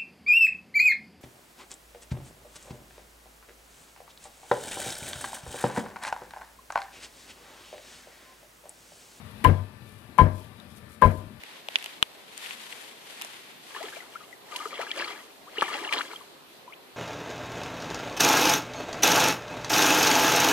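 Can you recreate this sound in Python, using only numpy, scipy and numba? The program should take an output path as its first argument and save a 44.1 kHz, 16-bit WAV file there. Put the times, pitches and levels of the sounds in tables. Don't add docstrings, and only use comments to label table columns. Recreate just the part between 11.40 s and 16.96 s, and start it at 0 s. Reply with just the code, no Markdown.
import sys
import numpy as np
from scipy import signal
from scipy.io import wavfile
from scipy.ndimage import uniform_filter1d
from numba import njit

SR = 44100
rng = np.random.default_rng(int(sys.argv[2]) if len(sys.argv) > 2 else 0)


def bounce(signal):
    frames = np.transpose(np.atleast_2d(signal))
    limited = np.clip(frames, -1, 1)
    pcm = np.round(limited * 32767).astype(np.int16)
    wavfile.write(sys.argv[1], SR, pcm)


N = 245195

# t/s, slap level/dB, centre f/Hz, level of the spray crack/dB
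TAIL_SLAPS = [(2.428, -32, 2400, -43.5), (2.485, -28, 2430, -59), (3.1614, -19, 2800, -34.5),
              (3.255, -25, 1300, -68), (3.275, -34, 4180, -58), (3.414, -23, 1750, -44.5),
              (3.575, -27.5, 1320, -45), (3.645, -25.5, 2120, -55), (4.2104, -13.5, 2880, -55),
              (4.2211, -11.5, 1080, -39), (4.2882, -25, 1010, -47), (4.5256, -11.5, 2280, -37),
              (4.536, -13, 3120, -45), (4.587, -25, 1190, -46), (4.734, -29.5, 1060, -62)]


def water():
    churn_db = surge_level()
    body = band(big_bubbles() + tail_slaps() + churn(churn_db), 213, 19000)
    echo = np.roll(body, int(.00093 * SR))
    body = body + 0.17 * echo
    presence = mode(body, 2680.0, 2000.0)
    left = body + 0.58 * presence
    right = np.roll(body, -2) - 0.59 * presence
    return np.array([left, right]) + undb(-4.0) * scatter(body, 0.0042) + spray(churn_db)


def tail_slaps():
    s, db, hz, _ = np.transpose(TAIL_SLAPS).astype(float)
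    rise = np.full(len(s), .25)
    return ring(s, -undb(db), 1.25 * hz, 0.75 * hz, 3.4 / hz, rise, 1.)


def big_bubbles():
    # t/s, level before the flutter/dB, first f/Hz, last f/Hz, length/ms
    air_pockets = [(2.348, -32, 1690, 1780, 8.3), (2.35, -39, 940, 1000, 8), (2.363, -24.5, 1090, 1060, 9),
                   (2.362, -33, 1840, 1690, 14), (2.403, -32, 599, 950, 29), (2.434, -38, 391, 630, 32),
                   (2.468, -40.5, 680, 890, 28), (2.483, -32, 1710, 1790, 7.3),
                   (2.525, -37, 1560, 1940, 20), (2.559, -36.5, 2380, 2200, 11),
                   (2.566, -34.5, 600, 820, 18), (2.604, -34.5, 2020, 1980, 9.7),
                   (2.755, -31.5, 1314, 1605, 17), (2.805, -44.5, 1267, 1200, 20),
                   (2.927, -39.5, 2010, 1800, 21), (3.079, -50, 860, 1280, 30),
                   (3.122, -37.5, 1210, 1176, 26), (3.148, -36.5, 936, 1250, 42),
                   (3.19, -32, 2980, 2870, 5.7), (3.201, -31.5, 1192, 1360, 30),
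                   (3.225, -42, 1400, 2290, 10), (3.257, -35, 427, 487, 20), (3.256, -31, 1235, 1210, 11),
                   (3.328, -38, 1200, 1150, 16), (3.326, -39, 540, 610, 20), (3.388, -26.5, 448, 1200, 19),
                   (3.407, -34, 1870, 2650, 7.3), (3.422, -33, 740, 800, 10), (3.467, -31, 1640, 1660, 9.5),
                   (3.505, -28.5, 2350, 2350, 12), (3.515, -16.5, 3200, 3200, 1.7),
                   (3.517, -32, 1800, 1850, 7.9), (3.53, -33.5, 1860, 2540, 14),
                   (3.565, -33.5, 542, 990, 33), (3.591, -30.5, 4640, 4800, 5.7),
                   (3.644, -33, 4430, 4550, 11), (3.608, -26.5, 2680, 2620, 8.8),
                   (3.613, -43, 644, 720, 12), (3.622, -22, 1730, 1640, 10), (3.7, -39, 585, 1254, 34),
                   (3.757, -39.5, 1630, 2370, 31), (3.72, -34.5, 2330, 2500, 21),
                   (3.791, -43, 1873, 2140, 31), (4.054, -46, 873, 2400, 53), (4.17, -32, 1730, 2430, 13),
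                   (4.181, -33, 410, 520, 15), (4.183, -25, 2810, 3150, 7.4), (4.22, -19.5, 1716, 1690, 14),
                   (4.226, -9.5, 1220, 1200, 2.2), (4.238, -36, 790, 680, 30), (4.2205, -22, 520, 600, 8),
                   (4.261, -34, 2130, 2070, 15), (4.28, -25.5, 1840, 1720, 8.8),
                   (4.301, -36.5, 1190, 1250, 23), (4.33, -35, 3340, 3380, 9), (4.338, -47, 216, 420, 25),
                   (4.392, -30, 2200, 2250, 5), (4.407, -38, 253, 990, 30), (4.448, -27, 2700, 2950, 6),
                   (4.452, -37.5, 602, 1390, 36), (4.476, -33, 2840, 2930, 6.4),
                   (4.492, -25, 2300, 2140, 5.6), (4.509, -38, 903, 1350, 26),
                   (4.526, -14, 2310, 2430, 6.1), (4.532, -24, 1810, 1960, 12), (4.543, -27, 1120, 1160, 9),
                   (4.567, -30.5, 1000, 1150, 11), (4.589, -36, 998, 1050, 25),
                   (4.587, -24, 3980, 4000, 4.9), (4.606, -21, 1160, 3330, 10),
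                   (4.759, -33.5, 3170, 3240, 8), (4.808, -41.5, 1106, 980, 24), (5.277, -40, 980, 990, 18),
                   (5.291, -50, 1010, 1510, 24), (5.324, -37.5, 2170, 2360, 5.6),
                   (5.329, -39, 2350, 3900, 13)]
    s, db, first, last, ms = np.transpose(air_pockets).astype(float)
    rise = np.clip(0.062 + 0.29 * np.log2(last / first), .08, .5)
    big = ring(s, undb(db), first, last, ms / 1000, rise, 1.79)
    flutter_db = 1.3 * walk(260) + 1.2 * walk(70)
    return big * undb(flutter_db)


def surge_level():
    # t at full strength/s, time held/s, churn level before its flicker/dB
    fish_surges = [(2.372, 0.094, -42), (2.573, 0.0058, -46.5), (2.7, 0.13, -54.5), (3.14, 0.25, -43.5),
                   (3.41, 0.0066, -39.5), (3.595, 0.047, -37.5), (3.7, 0.031, -49), (4.202, 0.056, -37),
                   (4.33, 0.096, -36), (4.52, 0.059, -36.5), (4.7, 0.023, -46.5)]
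    rise_db_s, fall_db_s = 220, 89
    return swells(*np.transpose(fish_surges), rise_db_s, fall_db_s)[0]


def churn(churn_db):
    # f/Hz, relative level/dB
    bubble_colour = [(250, -22), (550, -8.5), (1200, -2), (1550, 0.5), (2300, 4.5), (3200, -0.5),
                     (4800, -3.5)]
    count = 7000
    u = rng.random((count, 5)).T
    s = u[0] * (N - 1) / SR
    hz = 250 * 19.3 ** u[1]
    cycles = 4.8 + 16 * u[2] ** 2.2
    hz_at, db_at = np.transpose(bubble_colour)
    tint_db = np.interp(np.log(hz), np.log(hz_at), db_at)
    size = undb(tint_db + 3.2 * np.minimum(-np.log(1 - u[3]), 2.8))
    last_hz = hz * (0.949 + 0.58 * u[4] ** 2)
    swarm = ring(s, size, hz, last_hz, cycles / hz, np.full(count, .12), 1.6)
    wash = unit(band(rng.standard_normal(N), 790, 3560))
    return unit(unit(swarm) + 0.43 * wash) * undb(churn_db + 2.27 * walk(40))


def spray(churn_db):
    s, _, _, crack_db = np.transpose(TAIL_SLAPS).astype(float)
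    drops = np.array([unit(band(rng.standard_normal(N) + crackle(1100, 1.7), 2400, 10040))
                      for _ in range(2)])
    spray_db = -52 + 0.62 * (churn_db + 42.0) + 1.9 * walk(24.8)
    return drops * (undb(spray_db) + bursts(s, crack_db, 0.0078))


def scatter(x, decay_s):
    t = np.arange(2000) / SR
    smears = []
    for _ in range(2):
        tail = unit(rng.standard_normal(2000) * np.exp(-t / decay_s)) / np.sqrt(2000)
        smears.append(signal.fftconvolve(x, tail)[:N])
    return np.array(smears)


def tackle():
    # t/s, ring level/dB, ring f/Hz, low knock level/dB, knock f/Hz,
    # treble tick level/dB, rattle level against the ring/dB, left minus right/dB
    tackle_clicks = [(0.036, -25.5, 2120, -38, 1100, -37.5, -8, 0.5),
                     (0.2861, -17.5, 2980, -25, 780, -34.5, -7, 3.5),
                     (0.3574, -1.5, 3040, -25, 1500, -55, -0.5, -4),
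                     (0.386, -29, 2500, -46, 1200, -35, 3, -7), (0.426, -26, 2400, -46, 1200, -35, -2, -1),
                     (0.4426, -23.5, 2970, -42, 1200, -30.5, 2, -5),
                     (0.46, -31, 2920, -31.5, 880, -33, 14.5, -8),
                     (0.6267, 1, 3116, -5, 1500, -27, -9.5, 9.5),
                     (0.9777, -35, 3100, -48, 1200, -30, -5, 5), (1.061, -24, 2540, -41, 1190, -49, -2, 6),
                     (1.1085, -22, 2450, -30, 1200, -47, -5, 4),
                     (1.3255, -28.5, 2360, -49, 1200, -49, 4.5, 5),
                     (1.814, -23, 2370, -26, 1230, -29.5, 7, -0.5),
                     (1.82, -25, 2720, -34, 1210, -26.5, 0, -5), (1.848, -47, 2800, -30, 840, -31, -15, -6)]
    s, db, hz, knock_db, knock_hz, tick_db, after_db, pan_db = np.transpose(tackle_clicks).astype(float)
    lag_ms = .3
    each, out = np.ones(len(s)), []
    for side in (1, -1):
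        at = s + np.maximum(-side * lag_ms * np.sign(pan_db), 0) / 1000
        share = side * pan_db / 2
        clink = ring(at, undb(db + share), hz, hz, (2.7 + 0.5 * side) / hz, 0.3 * each, 1.)
        upper = ring(at, undb(db + share - 9.5), 1.64 * hz, 1.15 * hz, 4.6 / hz, 0.04 * each, 1.)
        knock = ring(at, undb(knock_db), knock_hz, 0.69 * knock_hz, 2.96 / knock_hz, 0.13 * each, 1.)
        thud_db = knock_db + 4.4 * np.minimum(share, pan_db / 2) - 24.0
        thud = ring(at, undb(thud_db), 150 * each, 120 * each, 0.0011 * each, 0.31 * each, 0.79)
        rattle = rng.standard_normal(N) * bursts(at, db + after_db, 0.0034)
        rattle = mode(mode(rattle, 2800.0, 1200.0), 2800.0, 1200.0)
        tick = unit(band(rng.standard_normal(N), 3650, 11700)) * bursts(at, tick_db + share, 0.0011)
        out.append(band(clink + upper + knock, 520, 18000) + thud + rattle + tick)
    return np.array(out)


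def rustle():
    # f/Hz, width/Hz, relative level/dB
    cloth_modes = [(970, 530, -5.5), (2210, 1500, 1), (3340, 1200, -0.5), (4470, 730, -11)]
    # t at full strength/s, time held/s,
    # rub level/dB, hiss level/dB, left minus right/dB
    rub_strokes = [(.05, 0.12, -49, -57.5, 2), (.37, 0.13, -44.5, -52, 2.5), (.6, 0.26, -56, -61.5, 4.5),
                   (1.03, 0.1, -41.5, -46.5, 4.5), (1.2, 0.26, -46, -49.5, 6), (1.7, 0.26, -46, -51, 3.5),
                   (2.02, 0.11, -50, -56.5, 4), (2.3, 0.27, -49.5, -53, 4)]
    rise_db_s, fall_db_s = 78, 87
    s, held, rub_db, hiss_db, pan_db = np.transpose(rub_strokes)
    stroke_db, top = swells(s, held, rub_db, rise_db_s, fall_db_s)
    thin_db = uniform_filter1d((hiss_db - rub_db)[top], size=2000)
    pan = uniform_filter1d(pan_db[top], size=2000)
    out, shared, flicker_db = [], crackle(1500, 0.96), 1.4 * walk(90)
    for side in (1, -1):
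        ticks = shared + 1.65 * crackle(1200, 1.1) + 2.0 * rng.standard_normal(N)
        rub = sum(undb(db) * mode(ticks, hz, width) for hz, width, db in cloth_modes)
        rub = unit(band(rub, 590, 4160))
        hiss = unit(band(ticks + 5.0 * rng.standard_normal(N), 2750, 11100))
        share = side * pan / 2
        both = undb(share) * rub + undb(thin_db + 0.053 * share) * hiss
        out.append(undb(stroke_db + flicker_db) * both)
    return np.array(out)


def hush():
    # f/Hz, relative level per Hz/dB
    hush_colour = [(40, -23.5), (120, -13), (250, -5.5), (450, -5), (800, -5.5), (1400, -11.5), (4000, -13),
                   (6000, -24), (15000, -21)]
    hush_db, hum_hz, hum_db = -51, 403, -69
    hz_at, db_at = np.transpose(hush_colour)
    out = 0
    for hz in 30 * 2 ** np.arange(0, 9.1, .5):
        mid, side = (band(rng.standard_normal(N), hz / 2 ** .25, hz * 2 ** .25) for _ in range(2))
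        alike = .5 * np.exp(-np.log(hz / 350) ** 2 / 0.64)
        pair = np.sqrt(1 + alike) * mid + np.sqrt(1 - alike) * side * np.array([[1], [-1]])
        db = np.interp(np.log(hz), np.log(hz_at), db_at) + 1.5 * walk(18)
        out = out + undb(db) * pair
    tone = np.sqrt(2) * np.sin(2 * np.pi * hum_hz * np.arange(N) / SR)
    hum = undb(hum_db + 2.0 * walk(2.6)) * tone
    return undb(hush_db) * unit(out) + hum


def undb(db):
    return 10 ** (np.asarray(db) / 20)


def unit(x):
    return x / np.sqrt(np.mean(x ** 2))


def band(x, lo_hz, hi_hz):
    sos = signal.butter(2, [lo_hz, min(hi_hz, .49 * SR)], "band", fs=SR, output="sos")
    return signal.sosfilt(sos, x)


def mode(x, hz, width):
    return signal.lfilter(*signal.iirpeak(hz, hz / width, SR), x)


@njit
def ring(s, size, first_hz, last_hz, length, rise, bend):
    out = np.zeros(N)
    for k in range(len(s)):
        n, phase = length[k] * SR, 0.
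        start = int(s[k] * SR)
        for i in range(min(int(2.5 * n), N - start)):
            u = i / n
            glide = min(u, 1.15) ** bend
            phase += 2 * np.pi * first_hz[k] * (last_hz[k] / first_hz[k]) ** glide / SR
            swell = np.sin(np.pi / 2 * min(u / rise[k], 1.)) ** 2
            fall = max(u - rise[k], 0.) / (1 - rise[k])
            fade = np.exp(-(1.2 - 2 * rise[k]) * fall - fall ** 2)
            out[start + i] += size[k] * swell * fade * np.sin(phase)
    return out


def bursts(s, db, decay_s):
    hits = np.zeros(N)
    np.add.at(hits, (np.asarray(s) * SR).astype(int), undb(db))
    return signal.lfilter([1], [1, -np.exp(-1 / (decay_s * SR))], hits)


def swells(s, held_s, db, rise_db_s, fall_db_s):
    t = np.arange(N) / SR - s[:, None]
    rising = rise_db_s * np.minimum(t, 0)
    falling = fall_db_s * np.maximum(t - held_s[:, None], 0)
    each = db[:, None] + rising - falling
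    return each.max(axis=0), each.argmax(axis=0)


def walk(rate):
    k = int(SR / rate)
    steps = np.repeat(rng.standard_normal(N // k + 1), k)
    return unit(uniform_filter1d(uniform_filter1d(steps, k), k)[:N])


def crackle(per_s, spread_db):
    hits = rng.random(N) < per_s / SR
    size = undb(spread_db * np.minimum(rng.exponential(size=N), 4))
    return unit(hits * size * rng.standard_normal(N))


def scene():
    return water() + tackle() + rustle() + hush()


def record(dry):
    top_cut = signal.ellip(8, .2, 60, 14500, fs=SR, output="sos")
    return signal.sosfilt(top_cut, np.clip(dry, -1, 1))


dry = scene()
out = record(dry)
bounce(out)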